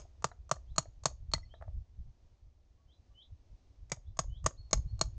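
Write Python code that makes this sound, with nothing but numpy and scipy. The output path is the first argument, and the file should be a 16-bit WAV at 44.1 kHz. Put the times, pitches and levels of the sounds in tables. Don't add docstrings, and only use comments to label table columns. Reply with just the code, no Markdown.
import sys
import numpy as np
from scipy import signal
from scipy.fft import rfft, irfft
from scipy.io import wavfile

SR = 44100
rng = np.random.default_rng(int(sys.argv[2]) if len(sys.argv) > 2 else 0)


def wrap_up_sound(samples):
    columns = np.atleast_2d(samples).T
    tamed = np.clip(columns, -1, 1)
    steps = np.round(tamed * 32767).astype(np.int16)
    wavfile.write(sys.argv[1], SR, steps)


N = 228417


def gain_of(db):
    return 10 ** (np.asarray(db) / 20)


def evened(x):
    return x / np.sqrt(np.mean(x ** 2) + 1e-20)


def peaked(x):
    return x / np.abs(x).max()


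def read(points, hz):
    f, value = np.transpose(points)
    return np.interp(np.log(hz + 1), np.log(f + 1), value)


def add(mix, start_s, sound):
    at = round(start_s * SR)
    sound = sound[max(-at, 0):]
    part = mix[max(at, 0):][:len(sound)]
    part += sound[:len(part)]


def coloured(points, size):
    hz = np.fft.rfftfreq(size, 1 / SR)
    spectrum = rfft(rng.standard_normal(size)) * gain_of(read(points, hz))
    return evened(irfft(spectrum, size))


def waver(size, width_hz):
    return coloured([(1, 0), (width_hz / 2, -3), (2 * width_hz, -40), (8 * width_hz, -90)], size)


def ring(modes, t, contact_s, pitch=1, detune=0.0035, spread_db=0.0):
    pitch_draws, level_draws = rng.standard_normal((len(modes), 2)).T
    phase_turns = rng.random(len(modes))
    body = np.zeros(len(t))
    for (hz, db, t60_s), a, b, turns in zip(modes, pitch_draws, level_draws, phase_turns):
        mode_hz = hz * pitch * (1 + detune * a)
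        decay = gain_of(db + spread_db * b - 60 * t / t60_s)
        body += decay * np.sin(2 * np.pi * (mode_hz * t + turns))
    return peaked(body * (1 - np.exp(-(t / contact_s) ** 2)))


# f/Hz, t60/s (before the lasting factor)
SCATTER_DECAY = [(200, 0.4), (1000, 0.17), (3000, 0.17), (4500, .2), (6500, 0.2), (9000, .14)]


def scatter(x, start_s, lasting=1):
    taps = np.zeros(SR // 2)
    at = np.arange(0, len(taps) - 20, 20)
    taps[at + rng.integers(0, 20, len(at))] = rng.choice([-1., 1.], len(at))
    hz, t, bands = signal.stft(taps, SR, nperseg=128)
    t60_s = lasting * read(SCATTER_DECAY, hz)[:, None]
    tail = signal.istft(bands * gain_of(-60 * t / t60_s), SR, nperseg=128)[1]
    tail *= np.clip(np.arange(len(tail)) / SR / start_s, 0, 1) ** 2
    return signal.fftconvolve(x, tail / np.linalg.norm(tail))


# f/Hz, level/dB
HISS_SPECTRUM = [(88, -26.5), (150, 1), (172, -12.5), (195, -4.5), (316, -5.5), (410, -9.5), (496, -11),
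                 (560, -10), (739, -11.5), (792, -13.5), (1530, -23.5), (6330, -24), (9430, -42),
                 (12300, -90), (20700, -120)]
HISS_DB = -76


def hiss():
    swell_db = 1.5 * coloured([(.3, 0.5), (2, -9.0), (6, -49)], N)
    return gain_of(HISS_DB + swell_db) * coloured(HISS_SPECTRUM, N)


# t/s, level/dB
WIND_LEVEL = [(0.0, -56.5), (1.08, -54.5), (1.31, -49.5), (1.96, -60), (2.08, -63.5), (3.35, -64.5),
              (3.63, -64.5), (4.34, -49.5), (4.54, -56), (4.69, -53), (4.92, -43), (5.18, -44)]
# f/Hz, level/dB
BUFFET_SPECTRUM = [(15, -5), (30, 3.5), (60, 4.5), (100, -1.5), (150, -24), (220, -35), (400, -66),
                   (900, -110)]
# centre t/s, envelope peak/dB, half-length/s
GUSTS = [(0.721, -45.5, 0.028), (0.896, -55, 0.019), (1.212, -50, 0.029), (1.293, -40, 0.011),
         (1.361, -37, 0.023), (1.69, -40, 0.017), (1.777, -38, 0.037), (1.999, -39.5, 0.023),
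         (2.074, -43.5, 0.026), (2.468, -55.5, 0.034), (3.329, -48, 0.02), (3.529, -47, 0.021),
         (3.837, -54, 0.05), (3.984, -50, 0.011), (4.089, -42.5, 0.02), (4.289, -43, 0.05),
         (4.449, -36, 0.029), (4.598, -44.5, 0.013), (4.77, -32, 0.037), (4.863, -31, 0.0089)]


def wind():
    t = np.arange(N) / SR
    at_s, steady_db = np.transpose(WIND_LEVEL)
    lumps_db = 3.5 * coloured([(1, -5), (6, 5.5), (25, -3), (60, -48), (150, -90)], N)
    level = gain_of(np.interp(t, at_s, steady_db) + lumps_db)
    for centre_s, peak_db, half_s in GUSTS:
        level += gain_of(peak_db) * np.exp(-((t - centre_s) / half_s) ** 2)
    edge = coloured([(60, -28.5), (110, 7.5), (170, -9), (260, -24), (500, -51.5), (1000, -100)], N)
    edge_gain = gain_of(6.5) * level ** 0.51
    return level * (coloured(BUFFET_SPECTRUM, N) + edge_gain * edge)


def whistle(hz, db):
    u = np.arange(len(hz)) / len(hz)
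    swell = np.minimum(u / .4, 1) ** 1.5 * np.minimum((1 - u) / .06, 1)
    swell *= 1 + .25 * waver(len(u), 60)
    return gain_of(db) * swell * np.sin(2 * np.pi * np.cumsum(hz) / SR)


# t at the top/s, rise/s, hold at the top/s, level/dB
RISING_NOTES = [(.712, 0.056, 0.023, -78), (1.555, 0.069, .003, -66.5), (2.934, 0.064, 0.016, -74.5),
                (3.233, .098, 0.0054, -61.5), (4.085, 0.028, .008, -75), (4.383, 0.1, 0.0035, -66.5),
                (4.947, 0.027, 0.0025, -88)]
BASE_HZ, CREEP_HZ_PER_S, FLICK_HZ, FLICK_S = 3150, 2500, 830, .016
# t/s, length/s, f/Hz, level/dB
LOW_NOTES = [(2.765, .06, 1115, -83), (3.098, .045, 1155, -81)]
# delay/s, level/dB
TREE_ECHOES = [(.017, -16), (.024, -12), (.033, -9), (.048, -15)]


def rising_bird():
    notes = np.zeros(N)
    for top_s, rise_s, hold_s, db in RISING_NOTES:
        left_s = np.maximum(np.arange(rise_s, -hold_s, -1 / SR), 0)
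        hz = BASE_HZ - CREEP_HZ_PER_S * left_s + FLICK_HZ * np.exp(-left_s / FLICK_S)
        add(notes, top_s - rise_s, whistle(hz, db))
    for start_s, length_s, hz, db in LOW_NOTES:
        add(notes, start_s, whistle(np.full(round(length_s * SR), hz), db))
    out = notes + gain_of(-6) * scatter(notes, 0.0061, lasting=0.87)[:N]
    for delay_s, db in TREE_ECHOES:
        add(out, delay_s, gain_of(db) * notes)
    return out


# t/s, length/s, start f/Hz, note f/Hz, level/dB, scoop/s
HELD_NOTES = [(4.562, 0.061, 3100, 4336, -62.5, 0.011), (4.863, 0.063, 3400, 4320, -68, .011)]


def held_bird():
    notes = np.zeros(N)
    for start_s, length_s, from_hz, note_hz, db, scoop_s in HELD_NOTES:
        t = np.arange(0, length_s, 1 / SR)
        hz = note_hz + (from_hz - note_hz) * np.exp(-(t / scoop_s) ** 2)
        swell = np.minimum(t / 0.024, 1) ** 2 * np.minimum((length_s - t) / 0.0073, 1)
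        add(notes, start_s, gain_of(db) * swell * np.sin(2 * np.pi * np.cumsum(hz) / SR))
    return notes + gain_of(-4.5) * scatter(notes, 0.022, lasting=3.2)[:N]


# f/Hz, level/dB, t60/s
ROCK_LOW = [(643.7, 11.5, 0.027), (430, -15.5, 0.0027), (864, -8.5, 0.045)]
ROCK = [(937, -1.5, 0.014), (1165.6, 3.5, 0.019), (1330, -11.5, 0.031), (1475, -16.5, 0.0061),
        (1810, -8, .015), (2074, -15.5, .015)]
# t/s, knock peak/dB, pitch/rock pitch, brightness/(dB per octave)
STONES = [(0.052, -54, 1.08, -26), (0.315, -41.5, 1.1, -0.5), (0.565, -47, 1, 0), (0.856, -46.5, 0.97, -12),
          (1.112, -53.5, 0.92, -14.5), (1.379, -48.5, 1.07, 7.5), (1.539, -46, 1, -0.5),
          (1.612, -46, 0.905, 6), (1.623, -41.5, 1, -4.5), (1.639, -59, 1.02, 3), (1.679, -49.5, 0.95, -14),
          (3.97, -51, 0.92, -11.5), (4.242, -52, 0.84, -11), (4.508, -48, 0.83, -11)]


def stones():
    out, t = np.zeros(N), np.arange(SR // 4) / SR
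    for start_s, db, pitch, bright_db in STONES:
        modes = [(hz, mode_db + bright_db * np.log2(hz / 600), t60_s)
                 for hz, mode_db, t60_s in ROCK_LOW + ROCK]
        grit = coloured([(300, -18.5), (600, 5.0), (1800, bright_db), (2600, -29.5), (9000, -37.5)], len(t))
        grit *= gain_of(-60 * t / .025) * np.minimum(t / .0007, 1)
        knock = ring(modes, t, 0.0011, pitch, detune=0.0091) + gain_of(-6) * peaked(grit)
        tail = gain_of(-15.5) * scatter(knock, .008)[:len(t)]
        add(out, start_s, gain_of(db) * (knock + tail))
    return out


# t/s, level before waver/dB, f/Hz, t60/s
CHIPS = [(0.314, -68, 3950, 0.022), (0.538, -48.5, 4300, 0.02), (1.348, -36, 2010, 0.032),
         (1.420, -68.5, 5520, 0.088), (1.428, -64, 2026, .1), (1.448, -69.5, 4370, 0.15)]


def chips():
    out, t = np.zeros(N), np.arange(SR // 4) / SR
    for start_s, db, hz, t60_s in CHIPS:
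        note = ring([(hz, 0, t60_s)], t, .004, detune=0)
        add(out, start_s, gain_of(db) * note * (1 + 0.5 * waver(len(t), 70)))
    return out


# f/Hz, level/dB
CRACK_SPECTRUM = [(150, -41), (300, -3.5), (1200, -2.5), (2300, -15), (3200, -11.5), (4300, -11.5),
                  (5200, -6), (6600, -3), (7400, -7.5), (8200, -14), (9400, -26.5), (12000, -60)]


def crack_of(t):
    fade = gain_of(-60 * t / 0.022) + gain_of(-12 - 60 * t / 0.062)
    return peaked(coloured(CRACK_SPECTRUM, len(t)) * fade * np.minimum(t / 0.00034, 1))


# start f/Hz, t60/s, rise/s
THUD = (165, .055, .007)
THUD_SAG = .3


def thud_of(t):
    start_hz, t60_s, rise_s = THUD
    hz = start_hz * (1 - THUD_SAG * np.minimum(t / t60_s * 2, 1))
    envelope = gain_of(-60 * t / t60_s) * (1 - np.exp(-(t / rise_s) ** 2))
    return peaked(envelope * np.sin(2 * np.pi * np.cumsum(hz) / SR))


# f/Hz, level/dB, t60/s
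SLAB = [(2300, 0, 0.035), (2060, -7.5, 0.044)]
STEEL_LOW = [(4320, -3.5, 0.032), (3855, -10, 0.016)]
STEEL_MID = [(6530, 1.5, 0.026), (6464, -0.5, 0.013), (5500, -21.5, 0.0083), (5060, -8.5, 0.012)]
STEEL_HIGH = [(6800, 0, .045), (7250, -10, .035), (7580, -10, .035), (8120, -9, .03)]
# level re its ring/dB, t60/s, width/Hz
AFTER_RING = [(-38, .28, 80), (-27, .2, 400), (-31, .25, 70)]
# delay/s, level/dB
SLOPE_ECHOES = [(.025, -32), (.045, -35)]
DEEP_DB, DEEP_SHARE = -10.5, 0.4
TAIL_DB = -25.5
THUD_DB, THUD_SHARE = -28, 0.44


def blow(peak_db, crack_db, rock_db, slab_db, low_db, mid_db, high_db):
    t = np.arange(SR // 2) / SR
    near = gain_of(DEEP_DB + DEEP_SHARE * rock_db) * ring(ROCK_LOW, t, 0.0017)
    near += gain_of(rock_db) * ring(ROCK, t, .0011)
    near += gain_of(slab_db) * ring(SLAB, t, 0.00028)
    after = np.zeros(len(t))
    steel = zip([STEEL_LOW, STEEL_MID, STEEL_HIGH], [low_db, mid_db, high_db], AFTER_RING)
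    for modes, db, (after_db, t60_s, width_hz) in steel:
        near += gain_of(db) * ring(modes, t, 0.00056, detune=0.002957)
        line = waver(len(t), width_hz) * np.sin(2 * np.pi * modes[0][0] * t)
        after += gain_of(db + after_db - 60 * t / t60_s) * line
    crack = gain_of(crack_db) * crack_of(t)
    tail = gain_of(TAIL_DB) * scatter(crack + 0.6 * near, 0.016)[:len(t)]
    near += crack
    out = near + after * np.minimum(t / 0.011, 1) + tail
    for delay_s, db in SLOPE_ECHOES:
        add(out, delay_s, gain_of(db) * near)
    return gain_of(peak_db) * out + gain_of(THUD_DB + THUD_SHARE * peak_db) * thud_of(t)


# t/s, reference level/dB, then level re that/dB
BLOWS = [(-.028, -12.5, -4, -22, -23, -31, -18, -25), (0.243, -14.5, -4.5, -7, -31.5, -23, -23, -29),
         (0.513, -12.5, -4.5, -4, -33.5, -24, -27, -32), (0.781, -9, -7, -11.5, -40, -12.5, -20.5, -12),
         (1.056, -12, -4, -12, -38, -15.5, -8, -16.5), (1.336, -17.5, -2.5, -14.5, -25, -2.5, -17.5, -28.5),
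         (3.918, -18.5, -2.5, -27.5, -16, -29.5, -10.5, -17),
         (4.19, -12.5, -5, -14, -46, -38.5, -8.5, -14.5),
         (4.462, -12.5, -4.5, -7.5, -29.5, -39, -16, -14.5), (4.73, -11, -4, -10.5, -23, -16.5, -6.5, -18),
         (5.012, -12.5, -4.5, -14, -28, -7, -11.5, -13.5)]


def hammer():
    out = np.zeros(N)
    for start_s, *levels_db in BLOWS:
        add(out, start_s, blow(*levels_db))
    return out


def scene():
    return (hammer() + stones() + chips() + rising_bird() + held_bird() + wind() + hiss())[None]


AHEAD_S, AHEAD_DB = .02, -29.0
ROLLOFF_HZ, EDGE_HZ = 8600, 9600


def record(dry):
    lead = round(AHEAD_S * SR)
    early = np.pad(dry[:, lead:], ((0, 0), (0, lead)))
    both = dry + gain_of(AHEAD_DB) * early
    dull = signal.sosfilt(signal.butter(4, ROLLOFF_HZ, fs=SR, output="sos"), both)
    band_limit = signal.firwin(201, EDGE_HZ, window=("kaiser", 5), fs=SR)
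    return signal.oaconvolve(dull, band_limit[None], "same")


dry = scene()
out = record(dry)
wrap_up_sound(out)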